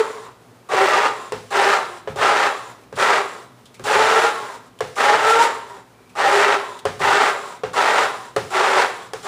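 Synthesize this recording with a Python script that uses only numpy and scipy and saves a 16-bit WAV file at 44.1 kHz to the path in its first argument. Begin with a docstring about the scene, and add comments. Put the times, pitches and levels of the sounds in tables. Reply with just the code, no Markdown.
"""A hand blender is pulsed in short bursts in a bowl of chunky sauce on a kitchen stove.
Random blows of the chunks excite resonances of bowl, shaft and housing, with tones at multiples of the
blade-passing rate; the motor adds filtered hiss. Level and pitch follow spin-up, pull, coast and halt.
The guard knocks on the bowl as decaying modes, small bright ticks and a faint whistle are heard,
and a room noise with a low hum lies underneath."""
import sys
import numpy as np
from scipy import signal
from scipy.fft import rfft, irfft, next_fast_len
from scipy.io import wavfile
from scipy.ndimage import uniform_filter1d

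SR = 44100
rng = np.random.default_rng(int(sys.argv[2]) if len(sys.argv) > 2 else 0)


def store_wav(level_fs):
    """Save 16-bit WAV to argv[1]."""
    pcm = np.round(np.clip(np.atleast_2d(level_fs), -1, 1) * 32767)
    wavfile.write(sys.argv[1], SR, pcm.T.astype(np.int16))


def ratio_of_db(decibels):
    """Turn decibels (scalar or array-like) into linear amplitude factors; 0 dB maps to 1."""
    return 10 ** (np.asarray(decibels, float) / 20)


N = 408807  # length in samples

# Spectrum of the rattle. Each row: frequency in Hz, relative level in dB per Hz.
RATTLE_SPECTRUM = [(35, -59), (60, -47.5), (314, -15.5), (422, -2), (478, -5), (712, -4.5), (808, 1),
                   (1060, -4), (1310, -2), (1790, -6.5), (2400, -11.5), (2670, -13), (9000, -32),
                   (11700, -85), (19800, -120)]
# Spectrum of the motor hiss, also lent to cracks and ticks. Each row: frequency in Hz, relative level in dB per Hz.
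HISS_SPECTRUM = [(1760, -16), (3000, -7.5), (4460, -7.5), (5590, -7.5), (6550, -9.5), (7350, -9),
                 (10900, -14), (12500, -34), (14200, -17.5), (15400, -23)]


def evened(x):
    """Normalisation: scales to rms 1."""
    return x / np.sqrt(np.mean(x ** 2) + 1e-20)


def read(points, hz):
    """Linear interpolation along a logarithmic frequency axis."""
    f, value = np.transpose(points)
    return np.interp(np.log(hz + 1), np.log(f + 1), value)


def coloured(x, points):
    """Spectral shaping: weights each frequency of x by the dB in points, rms 1."""
    size = next_fast_len(len(x))
    weight = ratio_of_db(read(points, np.fft.rfftfreq(size, 1 / SR)))
    return evened(irfft(rfft(x, size) * weight, size)[:len(x)])


def resonate(x, hz, width):
    """Heterodyne resonance: shifts the curve hz down to zero, smooths, and shifts back, rms 1."""
    cycles = np.cumsum(hz * np.ones(len(x))) / SR % 1
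    carrier = np.exp(2j * np.pi * cycles.astype(np.float32))
    pole = np.exp(-np.pi * width / SR)
    smooth = signal.lfilter([1 - pole], [1, -pole], x * carrier.conj())
    return evened((carrier * smooth).real)


def lumps(hz):
    """Low-passed noise: slow chance fluctuation up to about hz, rms 1."""
    rate, count = SR / 16, N // 16 + 2
    slow = uniform_filter1d(rng.standard_normal(count), max(int(rate / hz / 2), 1))
    slow = signal.lfilter([1], [1, -np.exp(-2 * np.pi * hz / rate)], slow)
    return np.interp(np.arange(N) / SR, np.arange(count) / rate, evened(slow))


def bump(t, s, width):
    """Gaussian envelope: a bell of height 1 around s with standard deviation width."""
    return np.exp(-.5 * ((t - s) / width) ** 2)


def room_tone():
    """Broadband noise of wavering level plus narrow-band noise, heard as an unsteady low hum."""
    # Each row: frequency in Hz, relative level in dB per Hz.
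    air_spectrum = [(15, -51), (25, -46), (87, -32.5), (123, 7), (145, -19), (175, -12.5), (212, -18),
                    (285, -13), (317, -10), (416, -5), (503, -8), (1200, -12.5), (2200, -20.5), (5000, -26),
                    (14800, -32), (16000, -54)]
    # Each row: frequency in Hz, width in Hz, level in dB.
    hum_bands = [(58.6, 6.7, -62.5), (111.7, 11, -57.5), (182, 23, -58), (250.6, 24, -54.5)]
    tone = ratio_of_db(-49 + 1.3 * lumps(6)) * coloured(rng.standard_normal(N), air_spectrum)
    for hz, width, db in hum_bands:
        tone += ratio_of_db(db) * resonate(rng.standard_normal(N), hz, width)
    return tone


def kitchen(x):
    """Reverberation: convolves with sparse taps of random sign, each band decaying at its own rate."""
    # Each row: frequency in Hz, decay time by 60 dB in seconds.
    decay_times = [(250, 0.62), (1000, 0.56), (4000, 0.59), (10000, 0.05)]
    taps = np.zeros(SR)
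    at = np.arange(300, SR - 20, 20)
    taps[at + rng.integers(0, 20, at.shape)] = rng.choice([-1., 1.], at.shape)
    hz, t, bands = signal.stft(taps, SR, nperseg=256)
    decay = ratio_of_db(-60 * t / read(decay_times, hz)[:, None])
    tail = signal.istft(bands * decay, SR, nperseg=256)[1]
    return signal.fftconvolve(x, tail / np.linalg.norm(tail))[:N]


def squeak():
    """Narrow-band noise under a Gaussian envelope: a faint fuzzy whistle in a pause."""
    hz, centre_s, width_s, level_db = 2330, 6.04, .07, -62
    fuzz = resonate(resonate(rng.standard_normal(N), hz, 110), hz, 160)
    return ratio_of_db(level_db) * bump(np.arange(N) / SR, centre_s, width_s) * fuzz


def ticks():
    """Impulsive excitation of one mode: a click of hiss with one short ring, between bursts."""
    # Each row: start in seconds, level in dB before a common 16 dB cut, ring in Hz, 60 dB decay in seconds.
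    tick_events = [(2.8344, -39.5, 2340, 0.11), (2.956, -25, 3243, 0.083), (3.6555, -31, 3370, 0.12),
                   (3.7429, -29, 2358, 0.14), (4.7891, -26, 3000, 0.04), (4.9563, -22.5, 2330, 0.14),
                   (6.0946, -38, 2450, 0.27), (6.79, -23, 3510, 0.068)]
    out, t = np.zeros(N + SR), np.arange(SR // 4) / SR
    for s, level_db, hz, t60 in tick_events:
        noise = rng.standard_normal(len(t))
        tick = coloured(noise, HISS_SPECTRUM) + 1.1 * resonate(noise, hz, 270)
        out[round(s * SR):][:len(t)] += ratio_of_db(level_db - 16 - 60 * t / t60) * tick
    return out[:N]


def knocks():
    """Modal decay: guard on bowl gives a crack, a settling rattle, rings of the full bowl and a low thump."""
    # Each row: start in seconds, level in dB of all but the thump, hardness as crack level in dB,
    # low ring in Hz, level in dB of the thump through the stove.
    knock_events = [(0.693, -26, -28, 418, -48), (0.735, -9, -64, 440, -36), (1.321, -11.5, -1.5, 431, -29),
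                    (2.074, -14, -34, 423, -24), (2.159, -20.5, -1, 405, -31),
                    (2.926, -23.5, -9, 432, -29.5), (3.795, -26.5, -2, 372, -28.5),
                    (3.949, -8, -17, 403, -26), (4.806, -9.5, -3.5, 436, -29.5),
                    (5.138, -17, -14, 457.5, -35), (6.853, -6, -5.5, 419, -25),
                    (7.004, -18, -6, 395, -23.5), (7.635, -9.5, -13, 434, -28), (8.363, -6, -2.5, 431, -24),
                    (9.134, -15.5, 5, 440, -34)]
    # Each row: nominal mode frequency in Hz, relative level in dB, 60 dB decay in seconds.
    bowl_modes = [(530, -5.5, 0.12), (697, -13, 0.057), (818, -11.5, 0.07), (1136, -6, 0.033),
                  (1620, -14.5, 0.037), (1830, -17, 0.045), (2850, -22, .06)]
    out, t = np.zeros(N + SR), np.arange(SR // 2) / SR
    for s, level_db, hard_db, low_hz, thump_db in knock_events:
        noise = rng.standard_normal(len(t))
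        ring = ratio_of_db(2 - 60 * t / .085) * np.sin(2 * np.pi * low_hz * t) * (1 - np.exp(-t / .006))
        for hz, db, t60 in bowl_modes:
            cycles = hz * rng.uniform(0.86, 1.06) * t + rng.random()
            ring += ratio_of_db(db - 60 * t / t60) * np.sin(2 * np.pi * cycles)
        settle = ratio_of_db(-14.5 - 60 * t / 0.26) * coloured(noise, RATTLE_SPECTRUM)
        crack_decay = ratio_of_db(-8.5 - 60 * t / 0.012) + ratio_of_db(-34 - 60 * t / 2.4)
        crack = ratio_of_db(hard_db) * coloured(noise, HISS_SPECTRUM) * crack_decay
        thump = ratio_of_db(thump_db - 60 * t / 0.32) * resonate(noise, 116, 77) * (1 - np.exp(-t / 0.023))
        onset = 1 - np.exp(-t / 0.00046)
        out[round(s * SR):][:len(t)] += ratio_of_db(level_db) * (ring + settle + crack) * onset + thump
    return out[:N]


def burst(t, pull, coast, rattle_db, whirr_db, start_hz, release_hz):
    """Rotor run-up and run-down of one press: rattle dB, whirr dB, then Hz of blade, hum and fan."""
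    lag = np.exp(-t / 0.021)  # spin-up
    free = np.maximum(t - pull, 0)  # seconds since release
    halt = np.maximum(t - pull - coast, 0)  # seconds since the halt
    slowing = np.minimum(free, coast)
    released = 1 - np.exp(-free / 0.095)  # the chunks stop flying
    rattle = rattle_db - 25 * lag - 15 * released - 54.5 * free - 250 * halt
    rattle += 1.5 * bump(free, coast, 0.048)  # the slowing rotor shakes once more around the halt
    free_whirr_db = -37.5  # level of the free-running whirr, from which it runs down
    whirr = whirr_db - 1.5 * lag + (free_whirr_db - whirr_db) * released - 43 * free - 220 * halt
    blade = start_hz + (release_hz - start_hz) * np.minimum(t / pull, 1) - 220 * slowing
    hum = 1150 - 550 * slowing
    fan = 11200 - 2200 * np.exp(-t / 0.19) - 10000 * slowing
    return rattle, whirr, blade, hum, fan


def controls():
    """Superposition of control curves: presses, lurches of the load and singing moments of the blade tone."""
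    # Presses of the button. Each row: start in seconds, pull in seconds, coast in seconds, rattle level in dB,
    # whirr level in dB, nominal blade passes in Hz at the start, and at release.
    presses = [(-0.3, 0.26, .33, -10.5, -39, 440, 453), (0.686, .37, .24, -13.5, -42, 372, 412.1),
               (1.503, 0.24, .24, -12, -38, 398, 398), (2.158, 0.31, .25, -14, -39, 413, 412),
               (2.96, 0.2, .27, -11.5, -38.5, 402, 404.4), (3.836, 0.42, .3, -12.5, -32.5, 415, 463.1),
               (4.96, 0.47, .37, -10.5, -35, 400, 465.3), (6.15, 0.39, .24, -14, -42, 396, 411),
               (6.991, .28, .3, -11.5, -36.5, 395, 421.5), (7.73, 0.3, .26, -12.5, -36, 402, 423.7),
               (8.501, 0.32, .25, -12.5, -36.5, 380, 390), (9.227, 0.35, .25, -20.5, -38.5, 390, 400)]
    # Lurches of the load. Each row: centre in seconds, width in seconds, rattle change in dB, whirr change in dB.
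    lurches = [(.29, 0.012, 3.5, -5), (.75, .025, -1.5, 3), (1.69, .04, 1, 3), (2.27, 0.034, 4, 4),
               (3.02, 0.021, 0, 7.5), (4.47, 0.074, 7.5, 2.5), (4.58, 0.048, 4, 4.5),
               (4.681, 0.027, 31.5, 24), (5.22, 0.061, -6, -6), (5.298, 0.024, 1.5, 11),
               (5.366, 0.05, -3.5, 1), (5.436, 0.021, 2.5, 10), (5.65, 0.038, -2, -3.5),
               (5.785, 0.054, 4.5, 0), (6.364, 0.056, 2, 11), (7.5, 0.055, 4, 3), (8.55, 0.02, -2.5, 0.5),
               (8.8, 0.038, 2.5, 3)]
    # Usual relative level in dB over the rattle of multiples 1, 2 and 3 of the blade tone.
    usual_orders_db = [-14.5, -15, -19]
    # The blade tone sings out. Each row: centre in seconds, width in seconds, multiple, relative dB over the rattle.
    sings = [(0.0, 0.017, 1, 13.5), (.83, 0.059, 1, 0), (.85, 0.069, 2, -4), (.96, 0.064, 3, -6),
             (1.64, 0.071, 1, -5), (1.68, 0.076, 2, -7), (3.5, 0.047, 2, 0.5), (2.3, 0.06, 3, -8),
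             (4.0, 0.044, 2, -2.5), (4.15, 0.12, 1, -5.5), (4.2, 0.062, 3, -8), (5.11, 0.04, 2, -2),
             (5.32, 0.054, 1, 4), (5.39, 0.062, 2, 3.5), (5.32, 0.083, 3, -3), (4, 0.043, 1, -11),
             (5.72, 0.044, 1, -7), (6.5, 0.084, 1, -3), (1.9, .08, 1, -5.5), (7.5, 0.045, 1, -11),
             (6.28, 0.02, 2, 4), (6.37, .06, 1, -6.5), (7.13, 0.053, 3, -8), (8.6, .08, 1, -10.5)]
    t, curves = np.arange(N) / SR, np.zeros((5, N))
    # each press takes over from the last
    current = np.searchsorted([row[0] for row in presses], t, side="right") - 1
    for k, (on, *row) in enumerate(presses):
        curves[:, current == k] = burst(t[current == k] - on, *row)
    rattle_db, whirr_db, *tones_hz = uniform_filter1d(curves, size=300, axis=1, mode="nearest")
    t = t[::64]  # the slower curves need fewer points
    power = ratio_of_db(2 * np.array(usual_orders_db))[:, None] * np.ones(len(t))
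    for s, width, multiple, db in sings:
        power[int(round(multiple)) - 1] += ratio_of_db(2 * db) * bump(t, s, width) ** 2
    lurch = sum(np.outer(change_db, bump(t, s, width)) for s, width, *change_db in lurches)
    slow_curves = np.vstack([lurch, 10 * np.log10(power)])
    rattle_lurch, whirr_lurch, *orders_db = np.repeat(slow_curves, 64, axis=1)[:, :N]
    return rattle_db + rattle_lurch, whirr_db + whirr_lurch, tones_hz, orders_db


def chunk_blows():
    """Random impulse train: chunks strike blade and guard in uneven clumps, over a bed of noise."""
    hits_per_s = 1500
    size = ratio_of_db(2.15 * np.minimum(rng.exponential(1, N), 3)) * rng.choice([-1., 1.], N)
    blows = evened(size * (rng.random(N) < hits_per_s / SR)) + .75 * rng.standard_normal(N)
    return blows * ratio_of_db(1.3 * lumps(45))


def struck_shell(blows):
    """Modal resonance: the blows ring bowl and shaft, each ring drifting as the sauce moves."""
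    # Each row: nominal frequency in Hz, width in Hz, mean level in dB.
    shell_modes = [(576, 61, -27.5), (628, 12, -27.5), (801, 10.3, -19.5), (970, 25.1, -26.5),
                   (1197, 27, -34.5), (1257, 28, -27.5), (1357, 18, -21.5), (1568, 19, -33.5),
                   (1825, 14, -27), (1922, 190, -26), (2705, 19, -30.5)]
    body = ratio_of_db(-1) * coloured(blows, RATTLE_SPECTRUM)
    for hz, width, db in shell_modes:
        body += ratio_of_db(db + 4.9 * lumps(4.4)) * resonate(blows, hz * (1 + 0.013 * lumps(5.6)), width)
    return body


def blade_tone(blows, blade_hz, orders_db):
    """Harmonics of the blade-passing rate, each a steady tone in a rough halo of resonated blows."""
    blade_hz = blade_hz * (1 + 0.00667 * lumps(10.2))  # chunks brake the blade
    turns = np.cumsum(blade_hz) / SR
    tone = np.zeros(N)
    for k, db in enumerate(orders_db, start=1):
        halo = resonate(resonate(blows, k * blade_hz, 28), k * blade_hz, 45)
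        steady = np.cos(2 * np.pi * k * turns)
        tone += ratio_of_db(db + 2.95 * lumps(11.4)) * (0.64 * steady + 0.5 * halo)
    return tone


def motor_whirr(blows, fan_hz):
    """Filtered noise: motor hiss, a faint band moving with the rotor, and resonances of the housing."""
    # Each row: nominal frequency in Hz, width of the first of two passes in Hz, mean level in dB.
    housing_rings = [(3650, 710, -13.5), (7300, 800, -13.5)]
    spark = rng.standard_normal(N) * ratio_of_db(0.8 * lumps(60)) + 0.21 * blows
    whirr = coloured(spark, HISS_SPECTRUM)
    whirr += ratio_of_db(-21 + 3.3 * lumps(8)) * resonate(resonate(spark, fan_hz, 490), fan_hz, 700)
    for hz, width, db in housing_rings:
        ring = resonate(spark, hz * (1 + .03 * lumps(4)), width)
        whirr += ratio_of_db(db + 2.5 * lumps(8)) * resonate(ring, hz, 2 * width)
    return whirr


def blender():
    """Source and resonator: blows and motor noise drive the rings, brighter the harder the blows."""
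    rattle_db, whirr_db, (blade_hz, hum_hz, fan_hz), orders_db = controls()
    blows = chunk_blows()
    body = struck_shell(blows) + blade_tone(blows, blade_hz, orders_db)
    dull = signal.sosfilt(signal.butter(1, 1500, fs=SR, output="sos"), body)
    # weak blows, at spin-up and run-down, are duller
    bright = np.clip(ratio_of_db(1.27 * (rattle_db + 17.5)), 0, 1)
    body = dull + bright * (body - dull)
    # the coasting rotor hums in the housing
    coast_hum = resonate(resonate(blows, hum_hz * (1 + 0.046 * lumps(6.9)), 109), hum_hz, 260)
    body += 0.63 * (1 - bright) ** 2 * coast_hum
    return ratio_of_db(rattle_db) * body + ratio_of_db(whirr_db) * motor_whirr(blows, fan_hz)


def scene():
    """Superposition of direct sound, reverberation and background, as one channel."""
    near = blender()
    hit = knocks() + ticks()
    echo = kitchen(ratio_of_db(-14) * near + ratio_of_db(-15) * hit)
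    return (near + hit + echo + room_tone() + squeak())[None]


def roll_off(x):
    """The treble ends steeply here."""
    return signal.sosfilt(signal.butter(12, 16500, fs=SR, output="sos"), x)


def record(dry):
    """Saturation and filtering: soft overload and no deep bass, as in a small microphone; then a narrow gap and
    an edge in the treble."""
    bass = signal.butter(2, 70, "highpass", fs=SR, output="sos")
    notch = signal.butter(2, [11900, 13200], "bandstop", fs=SR, output="sos")
    edge = signal.firwin(1023, 15300, window=("kaiser", 7), fs=SR)
    overloaded = 1.094 * np.tanh(dry / 1.498)
    filtered = signal.sosfilt(np.vstack([bass, notch]), overloaded)
    return roll_off(signal.oaconvolve(filtered, edge[None], "same"))


dry = scene()
out = record(dry)
store_wav(out)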